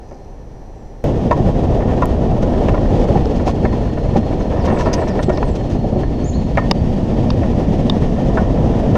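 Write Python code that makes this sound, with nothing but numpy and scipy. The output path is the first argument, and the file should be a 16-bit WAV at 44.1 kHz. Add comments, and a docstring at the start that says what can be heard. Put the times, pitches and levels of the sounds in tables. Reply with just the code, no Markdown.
"""In a forest, with the microphone on the plastic shell of an alpine coaster sled on steel tube rails.
First the sled creeps: filtered noise rumbles softly under thin, fuzzy tones, and one bird note glides by.
Just after 1 s it is abruptly rolling fast: jolted noise bands roar while knocks, clicks and scuffs ring modes.
From 2 s a faint wheel whistle swells, in mid-run small birds call as gliding sines echoed by the trunks,
and after 6 s the hollow shell booms more; the whistle dies away before the end."""
import sys
import numpy as np
from scipy import signal
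from scipy.fft import rfft, irfft, next_fast_len
from scipy.io import wavfile

SR = 44100
rng = np.random.default_rng(int(sys.argv[2]) if len(sys.argv) > 2 else 0)


def store_pcm(level_fs):
    """Save levels as 16-bit WAV."""
    pcm = np.round(np.clip(level_fs, -1, 1) * 32767).astype(np.int16)
    wavfile.write(sys.argv[1], SR, np.atleast_2d(pcm).T)


N = 395577
TIME = np.arange(N) / SR
FAST_FROM_S = 1.04


def amp(db):
    """Decibels to gain."""
    return 10 ** (np.asarray(db) / 20)


def evened(x):
    """Scales to an rms of one."""
    return x / np.sqrt(np.mean(x ** 2) + 1e-20)


def peaked(x, db):
    """Scales to a given peak level."""
    return amp(db) * x / (abs(x).max() + 1e-12)


def curves(rows):
    """Each column of a table, joined by straight lines in time."""
    s, *columns = np.transpose(rows)
    return [np.interp(TIME, s, c) for c in columns]


def add(mix, s, sound):
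    """Lays a sound into the mix at time s."""
    part = mix[max(round(s * SR), 0):][:len(sound)]
    part += sound[:len(part)]


def noise(spectrum):
    """Noise of rms one, its spectrum joined by straight lines over log frequency."""
    f, db = np.transpose(spectrum)
    size = next_fast_len(N)
    hz = np.fft.rfftfreq(size, 1 / SR)
    gain = amp(np.interp(np.log(hz + 1), np.log(f), db))
    return evened(irfft(rfft(rng.standard_normal(size)) * gain, size)[:N])


def wander(per_s):
    """Smooth chance of rms one that takes a new value per_s times a second."""
    values = rng.standard_normal(8192)
    return evened(np.interp(TIME * per_s, np.arange(len(values)), values))


def softened(x, corner_hz):
    """A yielding contact spreads each tap in time and takes its treble away."""
    r = np.exp(-2 * np.pi * corner_hz / SR)
    return signal.lfilter([1 - r], [1, -r], x)


def ring(modes, size=5000):
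    """The answer of a body to one tap: its modes, each dying away."""
    t = np.arange(size) / SR
    body = np.zeros(size)
    for k, (hz, db, t60) in enumerate(modes):
        body += (-1) ** k * amp(db - 60 * t / t60) * np.sin(2 * np.pi * hz * t)
    return body


# each point of contact rings a body differently: largest detuning (share), largest level shift of a mode (dB),
# width of the favoured range (octaves)
POINT_DETUNE, POINT_SPREAD_DB, FAVOURED_OCTAVES = .025, 2.5, .3


def struck(modes, chance, favoured_hz, favoured_db):
    """A body's modes as one contact point excites them: a little shifted, those near one pitch brought out."""
    hz, db, t60 = np.transpose(modes)
    near = np.exp(-(np.log2(hz / favoured_hz) / FAVOURED_OCTAVES) ** 2)
    point_hz = hz * (1 + POINT_DETUNE * chance[0, :len(hz)])
    point_db = db + favoured_db * near + POINT_SPREAD_DB * chance[1, :len(hz)]
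    return zip(point_hz, point_db, t60)


def blows(rows, modes, corner_hz, rebound, rise_s, count, touch=1):
    """Each blow is a first touch and a quick, fading chatter; the body's ring builds up, then dies."""
    out = np.zeros(N)
    chances = rng.uniform(-1, 1, (len(rows), 4, max(count, len(modes))))
    for (s, db, length, *favoured), chance in zip(rows, chances):
        when, force = chance[2:, :count]
        body = ring(struck(modes, chance, *favoured))
        body = body * (1 - np.exp(-TIME[:len(body)] / rise_s))
        # further contacts at uneven shares of the chatter length
        share = (np.arange(count) + 1 + when / 2) / (count + 1)
        contacts = np.zeros(int(length * SR) + 2)
        contacts[0] = touch
        contacts[(share * length * SR).astype(int)] += rebound * force * (1 - share / 2)
        add(out, s, peaked(softened(signal.fftconvolve(contacts, body), corner_hz), db))
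    return out


def rubs(rows, spectrum, grain_db):
    """Short spells of hard, grainy contact: a quick rise and a slower fall of pressure."""
    out, friction = np.zeros(N), noise(spectrum) * amp(grain_db * wander(500))
    for s, db, length in rows:
        u = np.linspace(0, 1, int(length * SR))
        pressure = np.sin(np.pi * np.sqrt(u)) ** 2
        grain = friction.take(int(s * SR) + np.arange(len(u)), mode="wrap")
        add(out, s, peaked(pressure * grain, db))
    return out


# how hard the wheels bear on the rails: t/s, relative level/dB
RIDE = [(1.26, -20), (2.92, -17), (3.24, -18), (3.88, -23), (4.87, -20.5), (5.34, -22), (5.49, -23.5),
        (5.96, -23), (6.45, -25), (7.22, -21), (8.15, -21), (8.53, -18.5)]
USUAL_EFFORT_DB = -22


def effort_db():
    """How far the wheels' effort lies above the usual."""
    return curves(RIDE)[0] - USUAL_EFFORT_DB


# rough stretches of rail that shake the loose parts: middle t/s, half length/s, extra rattle level/dB
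ROUGH_RAIL = [(1.855, 0.12, 7), (4.84, 0.55, 12), (8.503, 0.34, 3.5)]


def rough_db():
    """Extra shaking while the sled crosses rough rail."""
    return sum(db * np.exp(-((TIME - s) / half) ** 2) for s, half, db in ROUGH_RAIL)


# rumble and rattle follow the wheels' effort (dB per dB)
RUMBLE_FOLLOWS, RATTLE_FOLLOWS = 0.44, 0.3


def shaking_db(smooth_rail_db=-41):
    """Level of the loose parts: it follows the wheels' effort and rises on rough rail."""
    return smooth_rail_db + RATTLE_FOLLOWS * effort_db() + rough_db()


# spectra of the rolling layers, low to high: f/Hz, relative level/dB per Hz
RUMBLE = [(12, -9), (40, -0.5), (100, -4), (160, -8.5), (240, -8), (330, -14), (2000, -100)]
BOOM = [(60, -22.5), (145, 1.5), (200, 2), (255, -1), (800, -100)]
ROAR = [(100, -40.5), (220, -4.5), (320, 1), (480, 2), (600, -1), (760, -4), (860, -9.5), (980, -14),
        (1150, -21), (1600, -29.5), (8000, -101)]
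HISS = [(500, -23.5), (1200, -18), (1550, -5.5), (1790, 8), (2100, 1.5), (3200, 2.5), (4000, -3.5),
        (5600, -5), (6500, -7.5), (7400, -14.5), (8400, -17.5), (10000, -24), (13000, -29.5),
        (15300, -38.5)]
# the hollow of the shell booms more in the last bend: t/s, level over the rumble noise/dB
BEND = [(1.0, -9), (6.0, -17.5), (6.4, -2), (8.9, -5)]
# hiss of the wheel treads: t/s, relative level/dB
TREAD = [(1.2, -45.5), (2.55, -45), (3.02, -42.5), (3.79, -46.5), (4.91, -44.5), (5.75, -48), (7.5, -44)]
# modes of the sled's chassis, also struck by knocks and clinks: f/Hz, relative level/dB, t60/s
CHASSIS = [(604, 11, 0.028), (985.5, 0.5, 0.053), (1086.4, -5, 0.05), (1303, -0.5, 0.018),
           (1443, -10.5, 0.041), (1785, -2.5, 0.022), (2022, -18, 0.031), (2205, -6, 0.017),
           (2690, -12, 0.024), (3130, -19.5, 0.011), (3624, -17, 0.017), (1846, -24, 0.35)]
# on rough rail the wheels roar more and the taps crowd together (dB per dB of extra rattle)
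ROUGH_ROARS, ROUGH_CROWDS = 0.11, 0.2


def rolling(rumble_db=-17.0, roar_db=-23.5, hiss_db=1.3,
            boom_jolt_db=2, roar_jolt_db=1.5, hiss_jolt_db=1.5, rattle_jolt_db=2,
            loose_db=6.5, taps_per_s=450, tap_spread_db=3.5, tap_hz=1500):
    """Rail roughness jolts the wheels: boom, roar, loose parts and hiss swell together over the rumble."""
    effort, rough, jolt = effort_db(), rough_db(), wander(45)
    boom = amp(curves(BEND)[0]) * evened(amp(boom_jolt_db * jolt) * noise(BOOM))
    rumble = amp(rumble_db + RUMBLE_FOLLOWS * effort) * (noise(RUMBLE) + boom)
    roar_gain = amp(roar_db + effort + ROUGH_ROARS * rough)
    roar = roar_gain * evened(amp(roar_jolt_db * jolt) * noise(ROAR))
    hiss = amp(hiss_db + curves(TREAD)[0] + hiss_jolt_db * jolt) * noise(HISS)
    # loose parts tap the chassis in short flurries of uneven size
    crowding = amp(ROUGH_CROWDS * rough)
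    hits = (rng.random(N) < crowding * taps_per_s / SR) * rng.choice([-1, 1], N)
    taps = hits * amp(tap_spread_db * np.minimum(rng.exponential(1, N), 3))
    flurries = amp(rattle_jolt_db * jolt + loose_db * np.tanh(2 * wander(70))) / np.sqrt(crowding)
    rattle = evened(signal.oaconvolve(taps * flurries, softened(ring(CHASSIS), tap_hz))[:N])
    return rumble + roar + hiss + amp(shaking_db()) * rattle


def buffets(per_s=22, spread_db=6.5, level_db=-25.5, width_s=0.0019, size=1200):
    """Short, dull shoves of air and shell make the rumble lumpy."""
    hits = (rng.random(N) < per_s / SR) * rng.choice([-1, 1], N)
    shoves = hits * amp(spread_db * np.minimum(rng.exponential(1, N), 2))
    u = (np.arange(size) - size / 2) / SR / width_s
    pulse = (1 - u ** 2) * np.exp(-u ** 2 / 2)
    lumps = evened(signal.oaconvolve(shoves, pulse, "same"))
    return amp(level_db + RUMBLE_FOLLOWS * effort_db()) * lumps


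# modes of the plastic shell under the microphone: f/Hz, relative level/dB, t60/s
SHELL = [(227, 3, 0.072), (365, -2.5, 0.11), (436, -6.5, 0.023), (576, 2.5, 0.035), (733, -0.5, 0.037),
         (779, 3, 0.044)]
# wheels thudding over uneven rail: t/s, peak level/dB, chatter length/s, favoured f/Hz
THUDS = [(0.115, -23.5, 0.065, 453), (1.396, -9, .015, 400), (3.09, -6.5, 0.024, 550),
         (3.155, -3.5, .025, 744), (3.466, -8, 0.023, 685), (3.643, -6.5, 0.017, 400),
         (4.156, -4.5, .012, 525), (4.172, -4, .02, 260), (4.724, -7, 0.0115, 348),
         (5.281, -3.5, 0.008, 352), (5.842, -8, .022, 560), (5.926, -8.5, .03, 600),
         (5.959, -5, 0.021, 630)]


def thuds(soft_hz=1200, favoured_db=6):
    """A wheel judders over a bump and booms through the shell."""
    rows = [(*row, favoured_db) for row in THUDS]
    return blows(rows, SHELL, soft_hz, rebound=0.56, rise_s=0.00072, count=9)


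# spectrum of scuffing, also the grit of knocks and scrape of clicks: f/Hz, relative level/dB per Hz
SCUFF = [(1500, 2), (3200, 1.5), (4400, -3), (5100, -2), (6300, -2), (7100, -10), (9500, -23), (11500, -25),
         (15300, -36)]
# chassis knocks: t/s, peak level/dB, chatter length/s, favoured f/Hz, its boost/dB
KNOCKS = [(0.111, -33, .02, 1900, 2), (1.31, -1.5, 0.008, 1050, 4.5), (1.322, -6.5, .007, 1030, 15),
          (2.021, -5, .016, 1170, 13), (2.427, -15, .022, 1450, 6), (2.685, -6.5, 0.01, 2800, 9),
          (2.742, -10.5, 0.012, 1400, 5), (3.477, -12, 0.021, 950, 4), (3.651, -11, 0.0094, 2020, 9),
          (4.1615, -14, .012, 2300, 5.5), (4.701, -11.5, .03, 1200, 0), (4.788, -18, .015, 1130, 4),
          (4.858, -13, 0.035, 1350, 8), (5.017, -11.5, .025, 1900, 3), (5.2945, -5, 0.013, 1560, 6),
          (5.377, -12.5, 0.0067, 2200, 6.5), (5.427, -9, 0.00397, 1610, 2), (6.573, -2, 0.0081, 2100, 10),
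          (6.582, -5.5, .014, 1150, 3), (8.372, -9, .015, 1500, 10), (8.954, -8.5, .015, 1400, 2)]
# loose parts go on chattering after a knock: level relative to the knock (dB), length (s)
AFTER_DB, AFTER_S = -20.5, 0.073


def knocks(hard_hz=2900, grit_db=-22, grit_lead_s=0.0024, grit_s=0.019):
    """The chassis slams against its stops with a gritty contact, rings, and leaves loose parts chattering."""
    chatter = [(s + length, db + AFTER_DB, AFTER_S, *colour) for s, db, length, *colour in KNOCKS]
    grit_rows = [(s - grit_lead_s, db + grit_db, grit_s) for s, db, *_ in KNOCKS]
    grit = rubs(grit_rows, SCUFF, grain_db=6.5)
    return grit + blows(KNOCKS + chatter, CHASSIS, hard_hz, rebound=0.6, rise_s=0.0005, count=12, touch=0.62)


# light steely clinks of the wheels over flaws in the rail: t/s, peak level/dB
CLINKS = [(1.804, -17), (1.983, -22), (2.535, -19), (2.776, -13.5), (3.17, -17.5), (3.396, -17),
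          (3.725, -18), (3.973, -19), (4.986, -17), (5.07, -16), (5.13, -23), (5.191, -11.5),
          (6.032, -18.5), (7.431, -15), (8.038, -20)]
# fainter clinks by chance: rate on smooth rail (per s), highest peak over the rattle, spread below it (dB)
FAINT_PER_S, FAINT_OVER_DB, FAINT_SPREAD_DB = 8, 15, 4.5


def clinks(hard_hz=4200, chatter_s=.011, ring_hz=1800, ring_db=2.5):
    """Wheels tick over small flaws and ring the steely chassis; on rough rail the ticks crowd into a crackle."""
    shaking, (chance, size) = shaking_db(), rng.random((2, N))
    rate = FAINT_PER_S * amp(rough_db())
    at = np.flatnonzero((chance < rate / SR) & (TIME > FAST_FROM_S))
    faint = [(TIME[k], shaking[k] + FAINT_OVER_DB - FAINT_SPREAD_DB * size[k]) for k in at]
    rows = [(s, db, chatter_s, ring_hz, ring_db) for s, db in CLINKS + faint]
    return blows(rows, CHASSIS, hard_hz, rebound=1.0, rise_s=0.00064, count=9)


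# modes of the plastic housing: f/Hz, relative level/dB, t60/s
HOUSING = [(970, 9.5, 0.0053), (1180, 1.5, 0.013), (1820, -2, 0.0074), (2815, -7.5, 0.01), (3720, 0, 0.009),
           (4440, -12.5, 0.0063), (4970, -1.5, 0.005), (5720, -16, 0.008), (9250, -26, 0.008)]
# housing clicks: t/s, peak level/dB, chatter length/s, favoured f/Hz, its boost/dB
CLICKS = [(3.256, -20, 0.0021, 5930, 12), (5.374, -19, .0027, 6500, 16), (6.7119, -1, 0.0036, 4700, 5),
          (7.3035, -12.5, 0.003, 5650, 10), (7.8978, -4.5, 0.0029, 4400, 7)]


def housing_clicks(hard_hz=8000, scrape_db=-15, scrape_s=0.0099, lead_s=.0025, push_db=-7, push_s=0.016):
    """The housing slips with a tiny scrape, clatters back on its mount and gives the shell a low push."""
    snaps = blows(CLICKS, HOUSING, hard_hz, rebound=.75, rise_s=.0009, count=12)
    scrape_rows = [(s - lead_s, db + scrape_db, scrape_s) for s, db, *_ in CLICKS]
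    push_rows = [(s, db + push_db, push_s) for s, db, *_ in CLICKS]
    return snaps + rubs(scrape_rows, SCUFF, grain_db=11.5) + rubs(push_rows, ROAR, grain_db=-3.0)


# scuffs of the guides on the rail: t/s, peak level/dB, length/s
SCUFFS = [(2.42, -29, 0.036), (3.355, -30, 0.046), (3.458, -22.5, 0.087), (4.162, -28, 0.044),
          (4.648, -22, 0.037), (4.785, -22, 0.069), (4.927, -18.5, 0.04), (5.075, -25.5, 0.039),
          (5.224, -20.5, 0.03), (5.55, -27.5, 0.037), (5.69, -29.5, 0.1)]


def scuffs():
    """The guides rub the rail in short bursts of grainy noise."""
    return rubs(SCUFFS, SCUFF, grain_db=1.0)


# brief squeals of a wheel flange: t/s, peak level/dB, length/s
SQUEALS = [(.005, -46, 0.44), (4.927, -14, 0.034)]
# their spectrum: f/Hz, relative level/dB per Hz
SQUEAL = [(3900, -43), (4850, 3), (5500, -5), (6200, 2), (7100, -19), (12000, -40)]


def squeals():
    """A wheel flange rubs the rail in a high, grainy band of noise."""
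    return rubs(SQUEALS, SQUEAL, grain_db=6.0)


# two bright, dry ticks: t/s, peak level/dB
TICKS = [(1.041, -23), (2.057, -16)]


def ticks(decay_s=0.0004, corner_hz=3500, size=200):
    """Tiny snaps of fast-fading noise with no ring at all."""
    out = np.zeros(N)
    for s, db in TICKS:
        snap = rng.standard_normal(size) * np.exp(-TIME[:size] / decay_s)
        add(out, s, peaked(softened(snap, corner_hz), db))
    return out


# rumble of the creeping sled: f/Hz, relative level/dB per Hz
CREEP = [(20, -1.5), (35, 8), (52, 0.5), (90, -4), (280, -12.5), (540, -13), (650, -18.5), (770, -14.5),
         (1150, -31), (1620, -38), (1750, -34), (1950, -37.5), (3900, -46.5), (5900, -43.5), (6500, -49),
         (8500, -55), (15000, -65)]
# thin fuzzy tones of the creeping sled: centre f/Hz, rms level/dB
CREEP_TONES = [(1765, -68), (4200, -72.5), (5800, -71), (6080, -72)]


def creeping(rumble_db=-32.5, waver_db=2.5, jitter_hz=60, jitter_per_s=350):
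    """The slow sled: a soft noise rumble with a thin whine, fuzzy from its jittering pitch."""
    whine = np.zeros(N)
    for hz, db in CREEP_TONES:
        level = amp(db + waver_db * wander(19.4))
        phase = 2 * np.pi * np.cumsum(hz + jitter_hz * wander(jitter_per_s)) / SR
        whine += level * evened(np.sin(phase))
    return amp(rumble_db) * noise(CREEP) + whine


# pitch of a singing wheel, before it swings and jitters: t/s, f/Hz
SING = [(3.7, 4280), (4.3, 4210), (5.3, 4220), (6.45, 4340), (6.8, 4600)]
# the singing swells, holds and dies away
SING_FROM_S, SING_TO_S, SING_ATTACK_S, SING_RELEASE_S, SING_DB = 2, 7.7, 1.4, 0.93, -55


def singing_wheel(turns_per_s=5.2, swing_hz=30, jitter_hz=50, throb_db=2.5, falter_db=2):
    """A thin, faltering whistle that swells and bends with each turn of the wheel."""
    rise, fall = (TIME - SING_FROM_S) / SING_ATTACK_S, (SING_TO_S - TIME) / SING_RELEASE_S
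    swell = np.clip(np.minimum(rise, fall), 0, 1)
    turn = np.sin(2 * np.pi * turns_per_s * TIME)
    hz = curves(SING)[0] + swing_hz * turn + jitter_hz * wander(360)
    level = amp(SING_DB + throb_db * turn + falter_db * wander(50))
    return swell * level * np.sin(2 * np.pi * np.cumsum(hz) / SR)


# single bird notes, before trill and flutter: t/s, length/s, start f/Hz, middle f/Hz, end f/Hz, level/dB
CHIRPS = [(.75, .14, 7800, 7400, 7250, -73), (4.395, .04, 6700, 5700, 4900, -48),
          (6.238, .07, 6000, 7100, 6300, -39), (6.33, .042, 3850, 4200, 4500, -43)]
# a see-saw song repeats one low and one high note: first t/s, then columns as for the single notes
SONG = [(4.588, .057, 5900, 5000, 4300, -46), (4.71, .09, 8950, 8050, 7300, -55)]
SONG_PERIOD_S, FOREST_T60_S = .243, .55


def birds(trill_hz=110, flutter_db=3, forest_db=-5, count=4):
    """Gliding whistles in the trees, scattered back by the trunks as a fading tail."""
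    out, trill, flutter = np.zeros(N), trill_hz * wander(500), amp(flutter_db * wander(180))
    song = [(s + k * SONG_PERIOD_S, *note) for k in range(count) for s, *note in SONG]
    for s, length, start, middle, end, db in song + CHIRPS:
        u = np.linspace(0, 1, int(length * SR))
        glide = np.polyval(np.polyfit([0, .5, 1], [start, middle, end], 2), u)
        hz = glide + trill[int(s * SR):][:len(u)]
        whistle = np.sin(2 * np.pi * np.cumsum(hz) / SR)
        add(out, s, amp(db) * signal.windows.tukey(len(u), .25) * whistle)
    out = out * flutter
    t = TIME[:SR]
    # the first trunks answer after 12 ms
    trunks = rng.standard_normal(SR) * (t > .012) * np.exp(-np.log(1000) * t / FOREST_T60_S)
    return out + amp(forest_db) * signal.oaconvolve(out, trunks / np.linalg.norm(trunks))[:N]


def scene():
    """The slow start gives way to the fast run; hits and birds lie over both."""
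    fast = np.clip((TIME - FAST_FROM_S) / 0.0012, 0, 1)
    sled = fast * (rolling() + buffets()) + (1 - fast) * creeping()
    events = thuds() + knocks() + clinks() + housing_clicks() + scuffs() + squeals() + ticks()
    return (sled + events + singing_wheel() + birds())[None]


def record(dry, knee=.75, headroom=.2, edge_hz=15400):
    """The microphone chain rounds off the loudest peaks, then limits the band with a low-pass."""
    over = np.maximum(abs(dry) - knee, 0)
    rounded = np.clip(dry, -knee, knee) + np.sign(dry) * headroom * np.tanh(over / headroom)
    lowpass = signal.firwin(511, edge_hz, window=("kaiser", 9), fs=SR)
    return signal.oaconvolve(rounded, lowpass[None], "same")


dry = scene()
out = record(dry)
store_pcm(out)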